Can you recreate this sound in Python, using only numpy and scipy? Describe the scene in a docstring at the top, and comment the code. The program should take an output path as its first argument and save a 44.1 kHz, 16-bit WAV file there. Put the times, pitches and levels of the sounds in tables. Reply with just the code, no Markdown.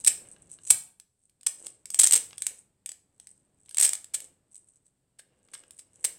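"""A small room, close up on a pin art toy: hundreds of loose plastic pins in a frame, tilted and pressed.
Pins drop one by one or land in whole patches against the clear front plate; between the falls they
rustle in their holes. Each hit is a bright pin ring near 8 kHz over a duller knock from the frame.
Fingers tap and rub the plate, hands rumble softly on the case, and faint room tone sits underneath."""
import sys
import numpy as np
from scipy import signal
from scipy.fft import rfft, irfft
from scipy.io import wavfile

SR = 44100
rng = np.random.default_rng(int(sys.argv[2]) if len(sys.argv) > 2 else 0)


def wav_out(sig):
    """Save sig, one row per channel (or a flat mono array), as 16-bit PCM at SR to the path in sys.argv[1]."""
    wavfile.write(sys.argv[1], SR, np.round(np.clip(np.atleast_2d(sig).T, -1, 1) * 32767).astype(np.int16))


N = 272538
TIME = np.arange(N) / SR

# Cue levels come before each layer's trim; spectra set tone colour only.
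# single pins hitting their stop: t/s, level/dB
PIN_DROPS = [(0.0474, -11.5), (0.0644, -8), (0.9991, -33.5), (1.2961, -51.5), (1.4109, -41), (1.432, -36.5),
             (1.6677, -21.5), (1.8565, -26), (1.9032, -20.5), (1.945, -11.5), (2.0156, -3), (2.0335, -2),
             (2.0656, -8.5), (2.0715, -4), (2.1102, -5.5), (2.123, -2.5), (2.1603, -6), (2.381, -23),
             (2.421, -13), (2.467, -8.5), (2.8603, -19), (2.8918, -21.5), (2.918, -26.5), (3.1991, -34),
             (3.271, -32.5), (3.6599, -46), (3.6929, -33), (3.7108, -33.5), (3.746, -20.5), (3.7707, -13),
             (3.7831, -5), (3.8111, -2.5), (3.8842, -19.5), (3.892, -10), (3.933, -11), (3.9522, -19),
             (4.044, -28.5), (4.2035, -26.5), (5.7079, -33)]
# runs of stragglers behind the big falls: t/s, length/s, starting level/dB
STRAGGLER_RUNS = [(2.0092, 0.019, -6.5), (2.054, .035, -8.5), (2.154, 0.028, -5.5), (3.864, 0.017, -9.5)]
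STRAGGLER_GAP_S, STRAGGLER_FADE_DB = .009, 8  # mean time between pins; fade over a whole run
# patches of pins landing together: t/s, length/s, level/dB
PATCH_FALLS = [(0.070, 0.015, -7), (0.701, 0.012, -4.5), (1.463, 0.012, -14.5), (1.988, 0.017, -7),
               (2.035, .013, -9), (2.127, .020, -9.5), (3.795, 0.01, -14.5), (3.82, 0.023, -13.5),
               (3.839, 0.022, -13.5), (4.136, 0.022, -22), (5.185, 0.023, -46), (5.533, .021, -37),
               (5.787, 0.014, -41.5), (6.041, 0.017, -16.5)]
# pins sliding as the toy tilts: t/s of fastest motion, length/s, level/dB
PIN_SLIDES = [(0.012, 0.18, -39.5), (0.31, 0.15, -48.5), (0.43, 0.052, -53), (0.522, 0.11, -44),
              (0.69, 0.077, -28.5), (1.26, 0.11, -62), (1.66, 0.17, -38), (1.925, 0.066, -40.5),
              (1.965, 0.081, -38), (2.44, 0.13, -42.5), (2.58, 0.055, -43.5), (3.31, 0.26, -55),
              (3.72, 0.26, -57), (4.24, 0.062, -36.5), (4.565, 0.067, -40.5), (4.69, 0.18, -61),
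              (4.76, 0.042, -54.5), (4.868, .05, -54), (5.46, 0.16, -63), (5.58, 0.17, -51),
              (5.72, 0.13, -56), (5.81, .08, -44), (5.96, 0.076, -53.5), (6.025, 0.076, -46.5)]
# fingertips tapping the front plate: t/s, level/dB
FINGER_TAPS = [(0.364, -54), (0.5878, -51.5), (0.875, -58.5), (2.3085, -47), (2.3308, -41), (3.6857, -57),
               (3.711, -51.5), (5.195, -47), (5.487, -58), (5.537, -41), (5.552, -40.5), (5.6374, -51),
               (6.049, -31)]
# fingers dragging over the plate: t/s of firmest pressure, length/s, level/dB
FINGER_DRAGS = [(0.25, 0.7, -63), (1.66, 0.28, -60), (2.16, 0.16, -50.5), (2.52, .25, -66.5),
                (4.23, 0.29, -64.5), (5.33, 0.19, -78.5), (5.6, 0.66, -69), (6.1, 0.42, -65)]
# envelope of the hands shifting on the case: t/s, level/dB
GRIP_ENVELOPE = [(0.0, -63.5), (0.55, -65.5), (1.12, -87), (2.17, -65.5), (2.75, -76.5), (4.15, -71.5),
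                 (4.99, -79.5), (6.18, -70.5)]
# low thuds under the heavy falls: t/s, level/dB
LOW_THUDS = [(0.078, -56.5), (0.704, -36.5), (1.995, -59)]
THUD_START_HZ, THUD_END_HZ, THUD_SWEEP_S, THUD_T60_S = 240, 45, 0.0076, 0.071

# spectra of a pin, the frame, the tapped plate, the rubbed plate, the grip and room tone: f/Hz, level/dB
PIN_TONE = [(1000, -41.5), (4000, -19.5), (6500, 2), (9500, 2), (12500, -8), (16000, -14)]
FRAME_TONE = [(60, -26), (250, -15.5), (500, -10), (1200, -9.5), (2000, -2.5), (3200, 2), (5500, 3),
              (9000, -20.5), (16000, -31)]
TAP_TONE = [(100, -14.5), (500, -9), (1500, -1), (3000, -0.5), (6000, -5.5), (16000, -31)]
DRAG_TONE = [(100, -10.5), (350, -1), (700, -6), (1100, -16), (3000, -16.5), (6000, -27.5), (16000, -47.5)]
GRIP_TONE = [(25, -15), (60, 0), (130, 2), (300, -4.5), (550, -9.5), (1000, -17.5), (3000, -25.5),
             (16000, -45)]
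ROOM_TONE = [(15, -27.5), (25, -14.5), (53, -18), (123, -15), (1330, -41.5), (4370, -38.5), (6380, -40.5),
             (8360, -24), (9840, -37.5), (16000, -51)]
# resonances of a pin, the frame and the plate: f/Hz, width/Hz, boost/dB
PIN_MODES = [(7490, 400, 6), (8160, 622, 17.5), (8755, 450, 11), (9800, 200, 5.5), (11060, 240, 10),
             (14100, 430, 4)]
FRAME_MODES = [(560, 170, 2.1), (845, 250, 3), (1770, 240, 2.6), (2290, 110, 3), (3070, 180, 2.2),
               (5120, 220, 3)]
PLATE_MODES = [(520, 90, 7), (1110, 90, 4.5), (1630, 69, 10.5), (2140, 90, 5.5), (2840, 230, 8)]
FRAME_FOLLOWS = 0.87  # dB of frame knock per dB of pin ring: soft hits are duller

# reverb decay of the room: f/Hz, t60/s
ROOM_T60 = [(100, .5), (600, 0.5), (2000, 0.3257), (8000, 0.286), (16000, 0.31)]
# early reflections off desk and walls: delay/s, level/dB
REFLECTIONS = [(.0092, -22.5), (0.0125, -22.5), (.023, -23.5)]


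def single_pins(frame, pin_db=11.5, frame_db=-3.0):
    """Sharp clicks: each falling pin rings and knocks the frame."""
    out = np.zeros(N)
    for s, level_db in list(PIN_DROPS) + stragglers():
        ring = strike(pin_ring(), chatter_t60=0.014, chatter_db=11.5)
        knock = strike(frame, chatter_t60=0.015, chatter_db=1.5)
        add(out, s, from_db(level_db + pin_db) * ring)
        add(out, s, from_db(FRAME_FOLLOWS * level_db + frame_db) * knock)
    return out


def pin_ring(spread=.018):
    """One pin's impulse response; no two ring at quite the same pitch."""
    return response(PIN_TONE, PIN_MODES, detune=1 + spread * rng.standard_normal())


def stragglers(count=16):
    """Late pins drop unevenly, softer as each run goes on. Returns cues: t/s, level/dB."""
    cues = []
    for start, length, level_db in STRAGGLER_RUNS:
        gaps = STRAGGLER_GAP_S * rng.uniform(.5, 1.5, count)
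        ages = np.cumsum(gaps) - gaps[0]
        levels = level_db - STRAGGLER_FADE_DB * ages / length + 2 * rng.standard_normal(count)
        cues += [(start + age, db) for age, db in zip(ages, levels) if age < length]
    return cues


def pin_patches(frame, pin_db=-5.0, frame_db=-20.0, count=4):
    """A short crunch: dozens of pins land almost at once, loudest in the middle."""
    out = np.zeros(N)
    for s, length, level_db in PATCH_FALLS:
        size = int(length * SR)
        swell = np.sqrt(np.hanning(size))
        forces = [swell * grains(SR // 20, per_s=1500, spread_db=4.5)[:size] for _ in range(count)]
        rings = unit_energy(sum(signal.fftconvolve(force, pin_ring()) for force in forces))
        knocks = unit_energy(signal.fftconvolve(sum(forces), frame))
        rings *= from_db(level_db + pin_db)
        knocks *= from_db(FRAME_FOLLOWS * level_db + frame_db)
        add(out, s, np.sqrt(size) * (rings + knocks))
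    return out


def sliding_pins(frame, pin_db=-3.0, frame_db=-26.0, ring_band_hz=(6800, 10000), count=4):
    """Rustle: pins catch and slip in their holes, too softly to stir much but their main ring."""
    motion = swells(PIN_SLIDES)
    rings = knocks = 0
    for _ in range(count):
        catches = grains(N, per_s=190, spread_db=11.0)
        tick = unit_energy(contact(chatter_t60=.006, chatter_db=1.5))
        ticks = motion * convolve(catches, tick)
        rings += convolve(ticks, pin_ring())
        knocks += convolve(ticks, frame)
    main_ring = bandpass(rings, ring_band_hz, order=1)
    return (from_db(pin_db) * main_ring + from_db(frame_db) * knocks) / np.sqrt(count)


def fingers(tap_db=17.5):
    """Fingertips stick and slip across the front plate, or tap it; both ring the same modes."""
    slips = swells(FINGER_DRAGS) * grains(N, per_s=700, spread_db=4.0)
    out = convolve(slips, response(DRAG_TONE, PLATE_MODES))
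    plate = response(TAP_TONE, PLATE_MODES)
    for s, level_db in FINGER_TAPS:
        add(out, s, from_db(level_db + tap_db) * strike(plate, chatter_t60=.011, chatter_db=1.0))
    return out


def low_end(rub_db=-1.0):
    """Hands rub the case; a low thud sits under the heavy falls, swept quickly downward in pitch."""
    grip_db = np.interp(TIME, *np.transpose(GRIP_ENVELOPE))
    out = from_db(grip_db + rub_db) * convolve(rng.standard_normal(N), response(GRIP_TONE))
    t = np.arange(SR // 2) / SR
    hz = THUD_END_HZ + (THUD_START_HZ - THUD_END_HZ) * np.exp(-t / THUD_SWEEP_S)
    thud = np.sin(2 * np.pi * np.cumsum(hz) / SR) * from_db(-60 * t / THUD_T60_S)
    for s, level_db in LOW_THUDS:
        add(out, s, from_db(level_db) * thud)
    return out


def room_reverb(x, tail_db=-11.0, build_s=0.0042):
    """A few early reflections and a diffuse tail that dies sooner in the treble."""
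    t = np.arange(SR // 2) / SR
    edges_hz = np.geomspace(60, 18000, 9)
    tail = 0
    for low, high in zip(edges_hz, edges_hz[1:]):
        band = bandpass(rng.standard_normal(len(t)), (low, high), order=2)
        tail += band * from_db(-60 * t / at_hz(ROOM_T60, np.sqrt(low * high)))
    fade_in = 1 - np.exp(-(t / build_s) ** 2)
    walls = from_db(tail_db) * unit_energy(tail * fade_in)
    for delay, level_db in REFLECTIONS:
        walls[int(delay * SR)] += from_db(level_db)
    return convolve(x, walls)


def room_tone(level_db=-80.5):
    """A faint, steady bed of low rumble and thin hiss."""
    return from_db(level_db) * convolve(rng.standard_normal(N), response(ROOM_TONE))


def contact(chatter_t60, chatter_db, size=600):
    """The force of a hit: a sharp transient, then a few milliseconds of chatter."""
    decay = from_db(-60 * np.arange(size) / SR / chatter_t60)
    force = from_db(chatter_db) * unit_energy(rng.standard_normal(size) * decay)
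    force[0] += 1
    return force


def strike(body, chatter_t60, chatter_db):
    """One contact ringing a body, at unit energy."""
    return unit_energy(signal.fftconvolve(contact(chatter_t60, chatter_db), body))


def grains(size, per_s, spread_db):
    """Tiny contacts at random moments, of uneven strength and either sign; mean power 1."""
    strength = from_db(spread_db * np.clip(rng.standard_normal(size), -2, 2))
    sign = rng.choice([-1, 1], size)
    hits = rng.random(size) < per_s / SR
    return unit_energy(strength * sign * hits) * np.sqrt(size)


def swells(moves, rise_share=0.6, depth_db=19):
    """Gain envelope of moves that each build to a peak and die away, evenly in dB."""
    gain = np.zeros(N)
    for s, length, level_db in moves:
        phase = (TIME - s) / length
        from_peak = np.maximum(-phase / rise_share, phase / (1 - rise_share))
        gain += from_db(level_db - depth_db * from_peak)
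    return gain


def response(tone, modes=(), detune=1, size=2048):
    """Impulse response of a body with this spectrum and these resonances."""
    hz = np.fft.rfftfreq(size, 1 / SR)
    peaks_db = sum(db / (1 + (2 * (hz - f * detune) / width) ** 2) for f, width, db in modes)
    cepstrum = irfft(np.log(from_db(at_hz(tone, hz) + peaks_db)))
    # fold to minimum phase for a tight attack
    cepstrum[1:size // 2] *= 2
    cepstrum[size // 2 + 1:] = 0
    return unit_energy(irfft(np.exp(rfft(cepstrum))))


def from_db(db):
    """Decibels to gain."""
    return 10 ** (np.asarray(db) / 20)


def unit_energy(x):
    """Scale so that the squares sum to 1."""
    return x / np.sqrt(np.sum(x ** 2) + 1e-20)


def at_hz(points, hz):
    """Read a table on a log-frequency axis."""
    known_hz, values = np.transpose(points)
    return np.interp(np.log(np.maximum(hz, 1)), np.log(known_hz), values)


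def add(out, s, sound):
    """Mix a one-shot into out at time s."""
    start = max(int(s * SR), 0)
    out[start:start + len(sound)] += sound[:max(N - start, 0)]


def bandpass(x, band_hz, order):
    """Roll off both sides of a band."""
    return signal.sosfilt(signal.butter(order, band_hz, "band", fs=SR, output="sos"), x)


def convolve(x, ir):
    """Play x through an impulse response."""
    return signal.oaconvolve(x, ir)[:N]


def scene():
    """The mono mix: the toy up front, its reverb behind, room tone underneath."""
    frame = response(FRAME_TONE, FRAME_MODES)
    bed = room_tone()
    toy = pin_patches(frame) + sliding_pins(frame) + fingers() + low_end() + single_pins(frame)
    return (toy + room_reverb(toy) + bed)[None]


def record(dry):
    """Soft clipping rounds the loudest peaks; a steep low-pass takes off the very top."""
    cutoff_hz = 15900
    lowpass = signal.ellip(10, .1, 80, cutoff_hz, fs=SR, output="sos")
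    return signal.sosfilt(lowpass, np.tanh(dry))


dry = scene()
out = record(dry)
wav_out(out)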